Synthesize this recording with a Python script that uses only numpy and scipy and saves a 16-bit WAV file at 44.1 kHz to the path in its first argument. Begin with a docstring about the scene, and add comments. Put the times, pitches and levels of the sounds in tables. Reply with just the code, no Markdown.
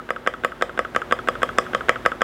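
"""One finger taps the space bar of a hand-held mechanical keyboard, about six times a second.
Each stroke has three sounds: the fingertip lands on the cap, the bar hits bottom with a hollow thock,
and it springs back with a small falling pop. The blows make the bar, plate and case ring, the air
under the cap sounds a short sliding note, and the switch adds a bright tick.
The quiet room answers faintly, over a low hum and hush that swell once."""
import sys
import numpy as np
from scipy import signal
from scipy.fft import rfft, irfft
from scipy.io import wavfile

SR = 44100
rng = np.random.default_rng(int(sys.argv[2]) if len(sys.argv) > 2 else 0)


def wav_record(signal):
    """Record a signal, one row per channel, as 16-bit PCM in the file named by sys.argv[1]."""
    frames = np.transpose(np.atleast_2d(signal))
    bounded = np.clip(frames, -1, 1)
    # unit amplitude maps onto the largest positive 16-bit level
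    quanta = np.round(bounded * 32767).astype(np.int16)
    wavfile.write(sys.argv[1], SR, quanta)


N = 98607
TIME = np.arange(N) / SR

# When each stroke lands, hits bottom and springs back: touch_s, bottom_s, release_s, strength_db
STROKE_TIMES = [(-0.08, -0.065, -0.004, -15), (0.0898, 0.105, 0.1617, -15), (0.2635, 0.2735, 0.338, -10.3),
                (0.4363, 0.4473, 0.5197, -11), (0.6117, 0.6228, 0.6938, -10.6),
                (0.7756, 0.7912, 0.849, -11), (0.9481, 0.962, 1.0175, -9.8), (1.1109, 1.1235, 1.1887, -8.2),
                (1.2741, 1.286, 1.353, -9.6), (1.419, 1.4309, 1.4903, -9.2), (1.5774, 1.5848, 1.6643, -6.4),
                (1.7334, 1.7482, 1.8076, -10.3), (1.885, 1.893, 1.958, -7.2),
                (2.0522, 2.0609, 2.1176, -7.7), (2.2082, 2.2176, 2.28, -9.3)]
# An ordinary stroke: its strength, its time from touch to bottom, and how long it is held down
USUAL_DB, USUAL_TRAVEL_S, USUAL_HOLD_S = -10, .012, .064


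def bar_hits_bottom(tick_noise):
    """The bar hits bottom: the whole board thocks, the switch ticks and its spring rings thinly."""
    # Tone of the ringing switch spring: pitch_hz, level_db
    spring_tone = [(4400, -30), (4800, -18), (4930, 56), (5400, -4), (5800, -4), (6800, -6), (8500, -4),
                   (9500, -30)]
    far_end_delay_s = 0.001619
    out, spring_noise = np.zeros(N), shaped_noise(spring_tone)
    for touch_s, bottom_s, _, strength_db in STROKE_TIMES:
        blow = knock(finger_place(bottom_s), top_hz=3366, db_per_octave=2.5, ring_scale=0.8)
        thock = from_db(strength_db - 0.15) * blow
        add(out, bottom_s, thock)
        add(out, bottom_s + far_end_delay_s, from_db(-13.5) * thock)   # the far end lands later
        speed = USUAL_TRAVEL_S / (bottom_s - touch_s)
        tick_db = strength_db + 2 * np.log2(speed)   # a faster stroke ticks louder
        stem = from_db(2.9) * stem_crack(low_hz=4860, high_hz=6850)
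        tick = from_db(-14.5) * noise_burst(tick_noise, fade_s=0.014)
        spring = from_db(-37.0) * noise_burst(spring_noise, fade_s=0.098, size=12000)
        for part in stem, tick, spring:
            add(out, bottom_s, from_db(tick_db) * part)
    return out


def fingertip_lands(tick_noise):
    """The fingertip knocks the cap softly; the note of the air under it rises as the bar sinks."""
    soft_stroke, slack_delay_s = 10, 0.002788
    out = np.zeros(N)
    for stroke, (touch_s, _, _, strength_db) in enumerate(STROKE_TIMES):
        level_db = strength_db - 12.5
        if stroke == soft_stroke:
            level_db -= 12
        cap = knock(finger_place(touch_s), top_hz=3740, db_per_octave=-5.5, ring_scale=0.3)
        air = air_note(start_hz=1000, end_hz=1570, glide_s=.0009, swell_s=.005, fade_s=.0095)
        tick = noise_burst(tick_noise, fade_s=0.0089)
        for part_db, part in (-7.0, cap), (33.0, air), (-14.5, tick):
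            add(out, touch_s, from_db(level_db + part_db) * part)
        # the finger takes up the slack of the loose bar, which knocks again
        slack = knock(place=0.51, top_hz=3630, db_per_octave=4.5, ring_scale=0.45)
        add(out, touch_s + slack_delay_s, from_db(level_db - 3) * slack)
    return out


def bar_springs_back(tick_noise):
    """The spring throws the bar up: its ends snap lightly, and a pop falls as the hollow opens."""
    loss_db_per_s = 400   # the longer the finger lingers, the softer the release
    out = np.zeros(N)
    for _, bottom_s, release_s, strength_db in STROKE_TIMES:
        linger_s = release_s - bottom_s - USUAL_HOLD_S
        level_db = -23 + 0.67 * (strength_db - USUAL_DB) - loss_db_per_s * linger_s
        snap = knock(place=1, top_hz=3354, db_per_octave=4.0, ring_scale=0.57)
        pop = air_note(start_hz=2000, end_hz=1270, glide_s=.0024, swell_s=.0034, fade_s=.028)
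        tick = noise_burst(tick_noise, fade_s=0.014)
        for part_db, part in (-3.0, snap), (11.5, pop), (-20.5, tick):
            add(out, release_s, from_db(level_db + part_db) * part)
    return out


def knock(place, top_hz, db_per_octave, ring_scale, size=2000):
    """One blow rings all the natural notes of the board; the contact cuts off those above top_hz."""
    # Notes of the bar, plate and case: pitch_hz, middle_db (struck there), fade_s, end_gain_db
    board_notes = [(226, -11, 0.33, 4.5), (348, -10, 0.044, -0.5), (483, -3, 0.039, -1.5),
                   (552, -7, 0.081, -5.5), (643, 3, 0.012, -4), (972, -1, 0.017, -7.5),
                   (1141, -6.5, 0.04, 4.5), (1259, -2.5, 0.042, -2.5), (1554, -2.5, 0.028, -4.5),
                   (1760, -47, 0.055, 27), (1777, 2, 0.013, -21), (2082, 13.5, 0.0037, -11.5),
                   (2438, -7.5, 0.022, -10), (3035, -25, 0.016, 9.5), (3418, -16.5, 0.021, 5)]
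    pitch_hz, middle_db, fade_s, end_gain_db = np.transpose(board_notes)[:, :, None]
    pitch_hz = pitch_hz * (1 + .006 * rng.standard_normal(pitch_hz.shape))   # the grip shifts each note
    level_db = middle_db + place * end_gain_db + db_per_octave * np.log2(pitch_hz / 1000)
    level_db += rng.standard_normal(pitch_hz.shape)
    fade_s = np.minimum(fade_s * ring_scale, .034)   # the hand under the case stops long ringing
    # high notes bend the bar, and neighbours among them swing opposite ways
    direction = np.where(pitch_hz > 1400, (-1) ** np.arange(len(pitch_hz))[:, None], 1)
    waves = direction * np.cos(2 * np.pi * pitch_hz * TIME[:size])
    ringing = (from_db(level_db) * fade(fade_s, size) * waves).sum(axis=0)
    ringing = pass_filter(ringing, top_hz, "low", order=16)
    ringing = pass_filter(ringing, 215, "high", order=4)
    return smear(ringing, pitch_hz=1035, width_hz=326)


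def smear(sound, pitch_hz, width_hz):
    """Slow bending waves arrive after fast ones: this delays some pitches but keeps their levels."""
    radius = np.exp(-np.pi * width_hz / SR)
    feedback = [1, -2 * radius * np.cos(2 * np.pi * pitch_hz / SR), radius ** 2]
    return signal.lfilter(feedback[::-1], feedback, sound)


def finger_place(time_s):
    """Where the finger is on the bar, from 0 (middle) to 1 (right end)."""
    # The finger wanders out along the bar and back: time_s, place
    finger_path = [(0.1, 0.47), (0.45, 0.48), (1.29, 1), (1.75, 1), (1.89, 0.21), (2.22, 0.7)]
    return np.clip(np.interp(time_s, *np.transpose(finger_path)), 0, 1)


def air_note(start_hz, end_hz, glide_s, swell_s, fade_s, size=4000):
    """The air under the cap rings, its note sliding as the moving bar resizes the hollow."""
    t = TIME[:size]
    pitch_hz = end_hz + (start_hz - end_hz) * np.exp(-t / glide_s)
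    swell = 1 - np.exp(-(t / swell_s) ** 2)
    return np.sin(2 * np.pi * np.cumsum(pitch_hz) / SR) * swell * fade(fade_s, size)


def stem_crack(low_hz, high_hz):
    """The first instant of the switch stem's hard contact: one sharp, bright pulse."""
    pulse = pass_filter(signal.unit_impulse(300), low_hz, "high", order=6)
    return pass_filter(pulse, high_hz, "low", order=2)


def noise_burst(noise, fade_s, size=1500):
    """Many close, high notes die away together, made from a new slice of noise each time."""
    start = rng.integers(0, N - size)
    return noise[start:start + size] * fade(fade_s, size)


def room_echo(sound):
    """Nearby surfaces scatter the sound at once; the walls follow with a longer tail."""
    # Tone of the room's echo: pitch_hz, level_db
    echo_tone = [(150, -39), (350, 0.5), (600, 6.5), (1200, -2.5), (2000, -0.5), (3500, 3.5), (6000, 0.5),
                 (15000, 5)]
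    nearby = from_db(-34.5) * fade(fade_s=0.018)
    walls = from_db(-39.5) * fade(fade_s=0.27)
    onset = np.clip(TIME / 0.00077 - 1, 0, 1)
    echo = shaped_noise(echo_tone) * (nearby + walls) * onset
    return signal.fftconvolve(sound, echo)[:N]


def hum_and_hush():
    """The room's hush and a few wavering hum notes swell once and sink together."""
    # Notes of the room's hum: pitch_hz, level_db (compared with the hush)
    hum_notes = [(49.5, -12.5), (120, -15.5), (242, -10), (367, -8.5)]
    # Tone of the room's hush: pitch_hz, level_db
    hush_tone = [(20, -36), (33, -27), (48, 1), (70, 3.5), (170, 3.5), (300, 3.5), (480, 5), (850, -0.5),
                 (1300, -0.5), (2000, -5.5), (2500, -12), (3400, -13), (4200, -20), (8400, -28.5),
                 (16000, -33.5)]
    hum = np.zeros(N)
    for pitch_hz, level_db in hum_notes:
        gain = np.sqrt(2) * from_db(level_db + 1.05 * drift(rate_hz=8.2))
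        hum += gain * np.sin(2 * np.pi * pitch_hz * TIME + 1.34 * drift(rate_hz=2.9))
    peak_s, half_width_s = 1.615, 0.71
    swell_db = 5.5 * np.exp(-((TIME - peak_s) / half_width_s) ** 2)
    return from_db(-42.5 + swell_db) * (shaped_noise(hush_tone) + hum)


def shaped_noise(tone):
    """Noise of average size 1; rows of (pitch_hz, level_db) set how strong each pitch is in it."""
    pitch_hz, level_db = np.transpose(tone)
    all_hz = np.maximum(np.fft.rfftfreq(N, 1 / SR), 1)
    gains = from_db(np.interp(np.log(all_hz), np.log(pitch_hz), level_db))
    return unit_size(irfft(rfft(rng.standard_normal(N)) * gains, N))


def drift(rate_hz):
    """A slow random wobble of average size 1, mostly slower than rate_hz."""
    gains = np.exp(-(np.fft.rfftfreq(N, 1 / SR) / rate_hz) ** 2)
    return unit_size(irfft(rfft(rng.standard_normal(N)) * gains, N))


def unit_size(sound):
    """Scale a sound so that its average size (root mean square) is 1."""
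    return sound / np.sqrt(np.mean(sound ** 2) + 1e-20)


def from_db(level_db):
    """Turn decibels into a number to multiply by."""
    return 10 ** (np.asarray(level_db) / 20)


def fade(fade_s, size=N):
    """A fade, size samples long, that has fallen 60 dB after fade_s seconds."""
    return from_db(-60 * TIME[:size] / fade_s)


def pass_filter(sound, edge_hz, keep, order):
    """Keep the "low" or "high" side of edge_hz; a higher order cuts more steeply."""
    return signal.sosfilt(signal.butter(order, edge_hz, keep, fs=SR, output="sos"), sound + 1e-18)


def add(out, start_s, sound):
    """Mix a sound in at start_s; what falls outside the scene is dropped."""
    at = round(start_s * SR) + np.arange(len(sound))
    inside = (at >= 0) & (at < N)
    out[at[inside]] += sound[inside]


def scene():
    """The three sounds of each stroke in the quiet room, on one channel."""
    # Tone of the stem's bright tick in the switch: pitch_hz, level_db
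    tick_tone = [(2500, -3.5), (3500, 20), (4000, -57), (4700, -5), (5200, 7), (6000, -8.5), (7000, 2),
                 (8500, -1), (9300, -15.5), (12000, -27), (15500, -41)]
    tick_noise = shaped_noise(tick_tone)
    taps = fingertip_lands(tick_noise) + bar_hits_bottom(tick_noise) + bar_springs_back(tick_noise)
    return (taps + room_echo(taps) + hum_and_hush())[None]


def record(dry):
    """Clip any peak beyond full scale, then cut the treble above 16000 Hz."""
    treble_cut = signal.ellip(10, .1, 70, 16000, fs=SR, output="sos")
    return signal.sosfilt(treble_cut, np.clip(dry, -1, 1))


dry = scene()
out = record(dry)
wav_record(out)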